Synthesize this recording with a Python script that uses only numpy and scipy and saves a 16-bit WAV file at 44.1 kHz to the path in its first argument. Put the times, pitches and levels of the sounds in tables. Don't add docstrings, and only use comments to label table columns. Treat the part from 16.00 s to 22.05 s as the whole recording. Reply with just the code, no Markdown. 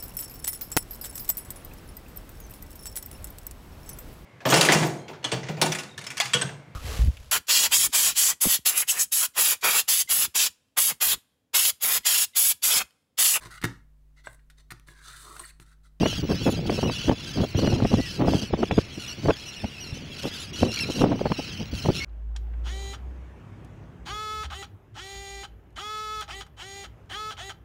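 import sys
import numpy as np
from scipy import signal
from scipy.fft import rfft, irfft
from scipy.io import wavfile
from scipy.ndimage import uniform_filter1d

SR = 44100
rng = np.random.default_rng(int(sys.argv[2]) if len(sys.argv) > 2 else 0)


def volts_from_db(level):
    exponent = np.asarray(level, float) / 20
    return 10 ** exponent


def pcm_store(signal):
    levels = np.round(np.clip(np.atleast_2d(signal), -1, 1) * 32767)
    wavfile.write(sys.argv[1], SR, levels.astype(np.int16).T)


N = 266672

# (frequency [Hz], level [dB])
SEA_SPECTRUM = [(200, 6.5), (450, 4.5), (1000, -1.5), (1600, -4), (2400, 5.5), (4000, -8.5), (8000, -59)]
SEA_DB = -48.5

# (time [s], level [dB])
BREEZE = [(0.0, -35), (0.6, -34), (1.21, -44), (1.81, -36), (2.42, -42.5), (3.02, -47), (3.63, -50),
          (4.23, -46), (4.84, -41.5), (5.44, -43), (6.05, -37)]
# (frequency [Hz], level [dB])
EDDY_SPECTRUM = [(8, -72), (40, -70), (100, -2.5), (220, -1.5), (450, -11.5), (900, -26.5), (2000, -51.5),
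                 (5000, -78)]
# (time [s], level [dB], width [s])
SWELLS = [(0.05, -27, 0.057), (0.426, -31, 0.038), (.589, -27, 0.04), (0.703, -27.5, .11),
          (0.868, -23.5, 0.076), (1.105, -22, 0.053), (1.292, -42, 0.19), (1.409, -21.5, 0.066),
          (1.701, -24.5, .17), (1.935, -23.5, 0.043), (2.291, -24, 0.16), (2.609, -27, 0.052),
          (2.752, -36.5, 0.14), (3.014, -46.5, 0.23), (3.277, -24.5, 0.069), (3.66, -46.5, 0.12),
          (4.0, -41.5, 0.3), (4.529, -40, 0.044), (4.655, -25.5, .083), (4.854, -35, 0.11),
          (5.069, -23, 0.16), (5.235, -37.5, 0.17), (5.522, -41, 0.09), (5.612, -30.5, 0.042),
          (5.879, -23.5, 0.054), (5.973, -37.5, 0.035)]
SWELL_HZ, SWELL_HZ_PER_DB = 190, 2.5
# (time [s], level [dB], width [s], eddy pitch [Hz])
PUFFS = [(0.017, -17.5, .018, 250.7), (0.191, -28, 0.017, 207.1), (0.243, -23.5, 0.025, 193.2),
         (.308, -19, 0.027, 261.5), (.346, -25, 0.033, 198.3), (.48, -17.5, 0.033, 284.3),
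         (0.535, -27.5, 0.02, 259.4), (.789, -25, 0.019, 268.4), (.991, -35, 0.018, 216.3),
         (1.067, -31, 0.039, 171.7), (1.092, -16.5, 0.02, 269.7), (1.558, -21, 0.017, 169.1),
         (1.587, -23, 0.024, 220.7), (1.636, -20.5, 0.027, 262.8), (1.992, -21, 0.033, 197.6),
         (2.215, -20.5, 0.032, 284), (2.284, -19.5, .016, 314.5), (2.433, -29, 0.024, 268.9),
         (2.72, -21.5, 0.018, 213.1), (3.192, -36.5, 0.022, 182.5), (3.297, -16.5, .023, 416.3),
         (3.648, -24, 0.018, 226.4), (4.258, -27, 0.033, 276.9), (4.901, -26.5, 0.018, 265.2),
         (5.02, -18, 0.022, 335.1), (5.263, -18.5, 0.014, 328.4), (5.314, -22, 0.02, 238.7),
         (5.395, -26, 0.015, 268.2), (5.739, -28, 0.027, 144.2), (5.896, -16, 0.014, 238.3)]
# (time [s], level [dB], eddy pitch [Hz])
JOLTS = [(0.036, -17, 295.8), (.061, -17.5, 403.2), (0.701, -21, 302), (0.833, -20, 259.3),
         (1.679, -20, 226.5), (1.731, -19.5, 223), (1.738, -19, 190), (1.805, -25.5, 235.1),
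         (1.826, -15.5, 204.9), (1.839, -25.5, 194), (1.853, -16, 315.4), (1.868, -27, 199.8),
         (1.942, -13.5, 231.4), (2.351, -16, 245), (2.508, -33.5, 250.2), (2.539, -15, 333.7),
         (2.555, -25, 229.8), (2.635, -18.5, 330.2), (2.784, -11.5, 235.8), (2.981, -30.5, 178.4),
         (3.932, -29.5, 149.8), (4.63, -16, 170.1), (5.041, -14.5, 292.2), (5.124, -18.5, 322.2),
         (5.214, -22.5, 287)]
JOLT_S = 0.0105
# (time [s], peak level [dB])
MEMBRANE_FLAPS = [(0.059, -13), (0.465, -5), (0.696, -14), (0.829, -12), (1.094, -5), (1.385, -31),
                  (1.446, -22), (1.548, -14.5), (1.674, -8), (1.803, -11.5), (1.851, -5.5), (1.94, -9.5),
                  (2.212, -10), (2.335, -7.5), (2.534, -30), (2.636, -24), (2.71, -6), (2.782, -8.5),
                  (3.258, -11.5), (3.306, -3.5), (3.643, -12.5), (4.631, -3.5), (5.018, -19), (0.492, -12),
                  (5.212, -14.5), (5.261, -28), (5.319, -7.5), (5.858, -9), (5.895, -33),
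                  (0.129, -18), (0.233, -26), (0.302, -12.5), (0.478, -7), (0.591, -16), (0.656, -17),
               (0.79, -16), (0.859, -15), (0.897, -10.5), (1.114, -7), (1.388, -18), (1.589, -13),
               (1.622, -24), (1.728, -30), (1.762, -21), (1.916, -20), (1.979, -38), (2.22, -8.5),
               (2.246, -14), (3.284, -16), (3.654, -33), (4.241, -19), (4.991, -16), (5.125, -22),
               (5.193, -20), (5.304, -35), (5.392, -21), (5.884, -34)]
# (frequency [Hz], level [dB])
FLAP_SPECTRUM = [(150, -18), (600, 7.5), (1500, -15.5), (3000, -22.5), (6000, -87)]
# (time [s], peak level [dB])
CRACKS = [(.062, -9.5), (.474, -20), (0.489, -20), (.697, -16), (1.096, -25), (1.673, -30), (2.215, -36),
          (2.536, -25), (2.637, -15), (2.712, -10), (2.785, -15.5), (3.307, -6), (3.645, -30), (5.263, -23),
          (5.32, -16)]
# (frequency [Hz], level [dB])
CRACK_SPECTRUM = [(400, -23), (1200, 2), (2800, 2.5), (5000, -27), (8000, -40)]

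# (frequency [Hz], level [dB])
THROAT = [(590, -2), (1000, 1), (1860, 4.5), (2970, 1.5), (4490, 0.5), (5780, -4.5), (7530, -20.5),
          (8740, -24.5), (11000, -25.5), (12000, -28.5), (15500, -42)]
ODD_DB = 2.5
# (start [s], length [s], level [dB], treble share [dB])
OUTBURSTS = [(-.05, 0.28, -36, -15), (0.252, 0.25, -38.5, -21), (0.39, 0.24, -39.5, -15),
             (0.649, 0.086, -41, -14.5), (0.693, 0.16, -36.5, -15.5), (0.854, 0.3, -36.5, -17),
             (1.103, 0.42, -42, -18.5), (1.503, 0.33, -38, -17), (1.787, 0.37, -40, -15.5),
             (2.022, 0.19, -42.5, -14.5), (2.243, 0.26, -38, -14), (2.574, 0.32, -47.5, -14.5),
             (2.89, 0.16, -48.5, -12), (2.987, 0.18, -41, -11.5), (3.189, 0.47, -44, -15),
             (3.657, 0.18, -66, 2), (3.8, 0.26, -51, -13), (4.087, 0.42, -40, -13.5),
             (4.513, 0.19, -38, -14), (4.681, 0.22, -35.5, -17), (4.854, 0.21, -36, -13.5),
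             (5.066, 0.16, -68, -30), (5.27, 0.35, -40, -19), (5.56, 0.1, -42.5, -28),
             (5.713, 0.2, -40.5, -14), (5.895, 0.28, -38, -16.5)]
OUTBURST_EDGE = 0.52
LULL_DB, LULL_TREBLE_DB = -49, -18

# (time [s], length [s], top pitch [Hz], level [dB], slant [share of pitch])
CLEAR_CRIES = [(0.006, 0.042, 2839, -40, -0.015), (0.027, 0.096, 2925, -33.5, 0.025),
               (0.069, 0.027, 3480, -38, -0.0085), (0.101, 0.05, 3100, -34, -0.043),
               (0.15, 0.073, 1563, -40, -0.045), (0.161, 0.047, 3300, -41.1, -0.031),
               (0.217, 0.058, 2931, -46.8, 0.025), (0.294, 0.077, 1560, -42, -0.033),
               (0.43, 0.06, 3410, -37.5, -0.03), (0.503, 0.03, 3530, -37.5, 0.0093),
               (0.526, 0.026, 3173, -42, -0.054), (0.644, 0.037, 1530, -42.5, 0.025),
               (0.712, 0.049, 2884, -48, -0.018), (0.812, 0.035, 2871, -41, -0.02),
               (0.833, 0.052, 2910, -35, 0.035), (0.879, 0.022, 2626, -36, 0.12),
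               (0.911, 0.034, 1564, -35, -0.019), (0.946, 0.033, 2930, -35.5, -0.049),
               (0.984, 0.041, 3030, -34, 0.03), (1.014, 0.052, 3370, -40, -0.051),
               (1.074, 0.046, 3151, -57, 0.013), (1.154, 0.064, 3476, -45, -0.018),
               (1.221, 0.035, 1573, -56, -0.036), (1.227, 0.04, 3560, -43, 0.015),
               (1.27, 0.03, 1600, -38, -0.0061), (1.294, 0.033, 3115, -43, -0.027),
               (1.336, 0.047, 1580, -39, -0.0338), (1.349, 0.045, 1730, -45, -0.0049),
               (1.388, 0.038, 1550, -46, -0.018), (1.412, 0.045, 3366, -39.5, 0.0016),
               (1.473, 0.047, 1511, -44, -0.12), (1.573, 0.034, 2950, -35, -0.03),
               (1.59, 0.032, 1530, -36, -0.04), (1.642, 0.032, 2960, -37, 0.048),
               (1.668, 0.049, 2894, -37, -0.02), (1.706, 0.032, 1432, -42, -0.086),
               (1.72, 0.049, 1580, -53, 0.011), (1.848, 0.11, 2904, -42.5, 0.048),
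               (1.974, 0.041, 2810, -51, -0.081), (1.992, 0.023, 1770, -48, -0.078),
               (2.052, 0.074, 1735, -39, -0.014), (2.082, 0.045, 3074, -40, -0.023),
                (2.132, 0.056, 1630, -42.5, -0.043), (2.19, 0.035, 1501, -45, -0.014),
                (2.274, 0.031, 1677, -38.5, -0.032), (2.339, 0.032, 1651, -46, -0.077),
                (2.369, 0.032, 1525, -44, -0.038), (2.523, 0.032, 2707, -60, -0.042),
                (2.575, 0.042, 1513, -46, -0.027), (2.629, 0.037, 3224, -46, 0.0045),
                (2.656, 0.043, 3408, -49, 0.039), (2.709, 0.04, 3463, -40, -0.053),
                (2.736, 0.092, 1638, -42, -0.022), (2.794, 0.034, 1773, -46, -0.058),
                (2.829, 0.03, 1386, -54, 0.0025), (2.848, 0.049, 3355, -54, -0.026),
                (2.908, 0.036, 3302, -43.5, 0.035), (2.948, 0.056, 2816, -49, -0.021),
                (2.998, 0.034, 1477, -38.5, -0.016), (3.069, 0.035, 3276, -49, 0.0089),
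                (3.078, 0.03, 2931, -34, -0.019), (3.102, 0.035, 2816, -38, -0.0017),
                (3.184, 0.034, 1501, -46.5, 0.012), (3.24, 0.048, 1537, -42, 0.0038),
                (3.319, 0.044, 3408, -41, -0.074), (3.468, 0.047, 2884, -38, -0.059),
                (3.562, 0.033, 2884, -41.5, -0.0051), (3.595, 0.033, 1788, -42, -0.0036),
                (3.611, 0.044, 2728, -44.5, -0.048), (3.657, 0.041, 2884, -43, 0.025),
                (3.691, 0.028, 2707, -54, -0.047), (3.713, 0.052, 2816, -44.5, -0.06),
                (3.766, 0.045, 2622, -43, -0.01), (3.801, 0.047, 2884, -37.5, -0.029),
                (3.837, 0.047, 1408, -41, -0.057), (3.87, 0.054, 2772, -44, -0.011),
                (3.929, 0.03, 2750, -45, -0.012), (3.942, 0.043, 3049, -44, 0.04),
                (3.999, 0.049, 3198, -68, -0.035), (4.018, 0.1, 2978, -60, 0.037),
               (4.118, 0.025, 3294, -41.5, -0.042), (4.182, 0.028, 3405, -43, -0.011),
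              (4.215, 0.051, 3260, -48, 0.047), (4.236, 0.034, 2701, -41, -0.027),
              (4.254, 0.035, 1789, -43, 0.052), (4.272, 0.044, 2805, -50, -0.027),
              (4.334, 0.044, 1595, -41.7, -0.099), (4.335, 0.039, 3632.0, -41, -0.029),
              (4.402, 0.038, 3660, -40, -0.007), (4.414, 0.054, 1545, -48, -0.049),
              (4.428, 0.031, 1653, -41.5, -0.064), (4.476, 0.042, 1662, -49, -0.044),
              (4.533, 0.034, 2915, -40.5, 0.019), (4.587, 0.045, 3120, -37, 0.025),
              (4.603, 0.033, 2772, -38, 0.016), (4.638, 0.041, 1376, -48, -0.044),
              (4.68, 0.04, 2799, -36, 0.03), (4.799, 0.03, 1406, -32.5, -0.0325),
              (4.804, 0.036, 2702, -27, -0.0274), (4.867, 0.065, 2935, -47, -0.011),
              (4.997, 0.042, 2810, -36.5, -0.02), (4.998, 0.033, 3353, -46, 0.017),
              (5.063, 0.028, 1344, -47, -0.0072), (5.096, 0.029, 3090, -50, 0.057),
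              (5.156, 0.042, 2960, -48.5, 0.068), (5.19, 0.041, 1620, -45.5, -0.0045),
              (5.253, 0.047, 1473, -44, -0.0095), (5.301, 0.11, 2720, -44.5, -0.033),
              (5.373, 0.039, 2780, -40, -0.028), (5.374, 0.037, 1591, -41.9, 0.0011),
              (5.41, 0.052, 3245, -54, 0.038), (5.425, 0.046, 2650, -52, 0.064),
              (5.573, 0.041, 2710, -44.3, 0.061), (5.605, 0.062, 1652, -51, -0.1),
              (5.715, 0.032, 1503, -45.5, -0.0085), (5.767, 0.04, 3136, -41.5, -0.017),
              (5.823, 0.03, 1426, -40, 0.027), (5.851, 0.049, 2943, -46, 0.024),
              (5.904, 0.032, 1551, -41, -0.006), (5.965, 0.041, 1363, -32, 0.058)]
CRY_ARCH, CRY_TILT_DB, CRY_GAIN_DB = 0.0808, 3.5, -2.5
CRY_ONSET_S = 0.005
# (time [s], added tilt [dB per octave])
CLOSE_CALLERS = [(.12, -1), (.33, 7), (.46, 8), (.515, 13), (.665, 0), (1.315, 8.5), (1.36, 1), (2.73, -5),
                 (3.68, -4), (3.825, 3.5), (4.27, 7), (4.353, 5), (4.42, 7.5), (4.823, 1), (5.21, 2),
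                 (5.733, 2), (5.79, 5.5)]
CLEAR_ROUGH, USUAL_ROUGH = 0.07, 0.17
# (time [s], length [s], pitch [Hz], level [dB])
MEWS = [
    (1.96, 0.14, 1973, -45),
    (2.79, 0.16, 2116, -60),
    (3.9, 0.1536, 2133, -74),
    (4.24, 0.11, 2031, -54),
]
MEW_RISE, MEW_FALL = 0.13, 0.17
# (time [s], length [s], pitch [Hz], throb rate [per s], level [dB])
RATTLES = [
    (2.27, .2, 1480, 140, -44),
    (5.944, .024, 1340, 165, -38),
]
# (time [s], length [s], pitch
# [Hz], level [dB])
BEATS = [(4.716, 0.0049, 1330, -32.5), (4.725, 0.0055, 1417, -33), (4.734, 0.0036, 1398, -40),
         (4.738, 0.012, 1430, -29.5), (4.7586, 0.0062, 1420, -30.5), (4.771, 0.012, 2350, -32.5),
         (4.788, 0.0062, 2300, -35), (4.7884, 0.0033, 1337, -31), (4.793, 0.0083, 2283, -33),
         (4.832, 0.018, 2390, -36), (4.848, 0.0036, 1260, -37)]
# (time [s], length [s], start [Hz], middle [Hz], end [Hz], level [dB])
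HOOT = (5.997, .06, 2330, 2170, 2480, -33)
RATTLE_TILT_DB, BEAT_TILT_DB, HOOT_TILT_DB = 4, 5.5, -8

# (frequency [Hz], share [%])
THINNING = [(6000, 0), (8000, 4), (12500, 8), (14000, 33)]
# (time [s], level [dB])
WHINE_PEAKS = [(.2, -63), (.75, -66), (1.0, -70), (1.46, -69), (2.25, -71), (3.12, -74), (3.5, -77),
               (4.15, -77), (4.4, -76), (4.949, -73), (5.4, -68), (5.8, -65)]
WHINE_HZ, EDGE_HZ = 15715, 15830
WHINE_RISE_DB_PER_S, WHINE_FALL_DB_PER_S = 37, 34


def evened(x):
    return x / np.sqrt(np.mean(x ** 2) + 1e-20)


def read(points, hz):
    f, value = np.transpose(points)
    return np.interp(np.log(hz + 1), np.log(f + 1), value)


def coloured(x, points):
    gain = volts_from_db(read(points, np.fft.rfftfreq(len(x), 1 / SR)))
    return irfft(rfft(x) * gain, len(x))


def levelled(x, size, share):
    power = abs(uniform_filter1d(uniform_filter1d(x ** 2, size), size))
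    return evened(x / (power + 1e-9) ** (share / 2))


def add(mix, s, sound):
    part = mix[round(s * SR):][:len(sound)]
    part += sound[:len(part)]


def sea():
    return volts_from_db(SEA_DB) * evened(coloured(rng.standard_normal(N), SEA_SPECTRUM))


def airflow():
    t = np.arange(N) / SR
    power = volts_from_db(np.interp(t, *np.transpose(BREEZE))) ** 2
    moment = power * 150
    swells = [(s, db, width, SWELL_HZ + SWELL_HZ_PER_DB * (db + 40)) for s, db, width in SWELLS]
    jolts = [(s, db, JOLT_S, hz) for s, db, hz in JOLTS]
    for s, db, width, hz in swells + PUFFS + jolts:
        near = slice(max(round((s - 2 * width) * SR), 0), round((s + 2 * width) * SR))
        burst = volts_from_db(db) ** 2 * np.exp(-abs(2 * (t[near] - s) / width) ** 3)
        power[near] += burst
        moment[near] += burst * hz
    return power, moment / power


def flaps(out):
    for s, db in MEMBRANE_FLAPS:
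        flap = evened(coloured(rng.standard_normal(1024), FLAP_SPECTRUM))
        flap = flap * np.exp(-np.arange(1024) / SR / 0.0027)
        add(out, s, volts_from_db(db - 13.0) * flap / np.std(flap[:150]) * signal.windows.tukey(1024, 0.05))
    for s, db in CRACKS:
        crack = evened(coloured(rng.standard_normal(512), CRACK_SPECTRUM))
        crack = crack * np.exp(-np.arange(512) / SR / 0.0023)
        add(out, s, volts_from_db(db - 11.0) * crack)


def wind():
    power, eddy_hz = airflow()
    lumps = rng.standard_normal(N)
    lumps = evened(uniform_filter1d(uniform_filter1d(lumps, size=250), size=250))
    speed = (eddy_hz / 230) ** 1.4 * volts_from_db(1.2 * lumps)
    eddies = coloured(rng.standard_normal(3 * N), EDDY_SPECTRUM)
    swept = np.interp(np.cumsum(speed), np.arange(3 * N), eddies)
    out = np.sqrt(power) * levelled(swept * volts_from_db(5.0 * lumps), size=260, share=0.8)
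    heave_spectrum = [(15, -12), (45, -2.5), (90, 3.0), (180, -7.0), (400, -31.5)]
    heave = evened(coloured(rng.standard_normal(N), heave_spectrum))
    out += volts_from_db(-7.5) * np.sqrt(abs(uniform_filter1d(power, size=900))) * heave
    flaps(out)
    return coloured(out, [(3500, 0), (7500, -40)])


def outbursts():
    t = np.arange(N) / SR
    body = np.full(N, volts_from_db(LULL_DB) ** 2)
    treble = np.full(N, volts_from_db(LULL_DB + LULL_TREBLE_DB) ** 2)
    for s, length, db, treble_db in OUTBURSTS:
        inside = np.minimum(t - s, s + length - t) / (OUTBURST_EDGE * length / 2)
        power = (volts_from_db(db) * np.clip(inside, 0, 1)) ** 2
        body = body + power
        treble = treble + power * volts_from_db(treble_db) ** 2
    return np.sqrt(body), np.sqrt(treble)


def crowd(count=480):
    mix = np.zeros(N)
    for s, length, pitch, kind, rise, fall, size, rough in rng.random((count, 8)):
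        hz = (1350 + 430 * pitch ** 2) * (2 if kind < 0.4 else 1)
        start, end = hz * (0.97 - 0.12 * rise), hz * (0.97 - 0.16 * fall)
        throb = (90 + 130 * rise) * (rough > 0.96)
        voice = cry(0.02 + 0.04 * length ** 2, start, hz, end, 6 * size,
                    rough=0.1 + 0.5 * rough ** 3, tilt_db=2.5, throb=throb)
        add(mix, s * N / SR, voice)
    mix = mix + 0.85 * np.interp((np.arange(N) * 0.97 + N / 2) % N, np.arange(N), mix)
    far = evened(coloured(rng.standard_normal(N), THROAT))
    mix = evened(mix) + 0.25 * far
    loud, near = outbursts()
    body = coloured(mix, [(6500, 0), (7500, -60)])
    treble = mix - body
    return loud * levelled(body, size=1200, share=1.0) + near * levelled(treble, size=1200, share=0.38)


def cry(length, start, middle, end, db, rough, tilt_db, throb=0):
    u = np.linspace(-1, 1, round(length * SR))
    slant = (end - start) / 2 * (u + u ** 3) / 2
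    sag = ((start + end) / 2 - middle) * (u ** 2 + u ** 4) / 2
    arch = middle + slant + sag
    pace, phase = rng.random((2, 2))
    cycles = (25 + 45 * pace[:, None]) * length * u / 2 + phase[:, None]
    waver, breaks = np.sin(2 * np.pi * cycles)
    arch = arch * (1 + 0.006 * waver)
    shake, flutter = uniform_filter1d(rng.standard_normal((2, len(u))), size=60) * np.sqrt(60)
    turns = np.cumsum(arch * (1 + 0.05 * rough * shake)) / SR
    k = np.arange(1, 15000 // max(start, middle, end) + 1)[:, None]
    strength = read(THROAT, k * arch) + tilt_db * np.log2(k * middle / 4000)
    strength = strength + 2.5 * rng.standard_normal(k.shape)
    strength -= 10 * (k * middle < 1850)
    strength += ODD_DB * (k % 2) * (middle < 1850)
    harmonics = volts_from_db(strength) * np.sin(2 * np.pi * (k * turns + rng.random(k.shape)))
    voice = evened(harmonics.sum(0))
    voice = voice * (1 + 1.6 * rough * flutter) * (1 + 0.3 * breaks)
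    if throb:
        voice = voice * (0.15 + 2.2 * np.sin(np.pi * throb * length * u / 2) ** 6)
    return volts_from_db(db) * voice * signal.windows.tukey(len(u), 0.4)


def terns():
    out = np.zeros(N)
    for s, length, hz, db, slant in CLEAR_CRIES:
        start, end = hz * (1 - CRY_ARCH - slant), hz * (1 - CRY_ARCH + slant)
        close_db = max([tilt_db for at, tilt_db in CLOSE_CALLERS if s < at < s + length], default=0)
        rough = CLEAR_ROUGH if close_db else USUAL_ROUGH
        voice = cry(length + CRY_ONSET_S, start, hz, end, db + CRY_GAIN_DB, rough,
                    tilt_db=CRY_TILT_DB + close_db)
        add(out, max(s - CRY_ONSET_S, 0), voice)
    for s, length, hz, db in MEWS:
        start, end = hz * (1 - MEW_RISE), hz * (1 - MEW_FALL)
        add(out, s, cry(length, start, hz, end, db, rough=0.027, tilt_db=-29))
    for s, length, hz, throb, db in RATTLES:
        add(out, s, cry(length, hz, 1.03 * hz, 0.94 * hz, db, rough=0.3, throb=throb,
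                        tilt_db=RATTLE_TILT_DB))
    for s, length, hz, db in BEATS:
        tilt_db = BEAT_TILT_DB if hz < 1850 else HOOT_TILT_DB
        add(out, s, cry(length, hz, hz, hz, db, rough=0.35, tilt_db=tilt_db))
    add(out, HOOT[0], cry(*HOOT[1:], rough=0.25, tilt_db=HOOT_TILT_DB))
    return out


def scene():
    air = wind()
    return (sea() + crowd() + terns() + air)[None]


def thinned(x):
    hz, _, z = signal.stft(x, SR, nperseg=512)
    centre = np.minimum(np.arange(len(hz)) // 6 * 6 + 3, len(hz) - 1)
    power = uniform_filter1d(abs(z) ** 2, size=6, axis=0)
    power = uniform_filter1d(power, size=2, axis=1)[centre]
    power = power / np.sqrt(uniform_filter1d(power.sum(0), size=20))
    limit = np.array([np.percentile(row, share) for row, share in zip(power, read(THINNING, hz))])
    gain = np.where(power < limit[:, None], 0.1, 1)
    return signal.istft(z * gain, SR, nperseg=512)[1][:N]


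def whine():
    t = np.arange(N) / SR
    slopes = [db - np.maximum(WHINE_RISE_DB_PER_S * (s - t), WHINE_FALL_DB_PER_S * (t - s))
              for s, db in WHINE_PEAKS]
    return volts_from_db(np.max(slopes, axis=0) + 10.0) * np.sin(2 * np.pi * WHINE_HZ * t)


def band_limit(x):
    return signal.sosfilt(signal.butter(12, 16220, fs=SR, output="sos"), x)


def record(dry):
    heard = thinned(dry[0]) + whine()
    mix = coloured(heard, [(EDGE_HZ - 60, 0), (EDGE_HZ, -70)])[None]
    return band_limit(mix)


dry = scene()
out = record(dry)
pcm_store(out)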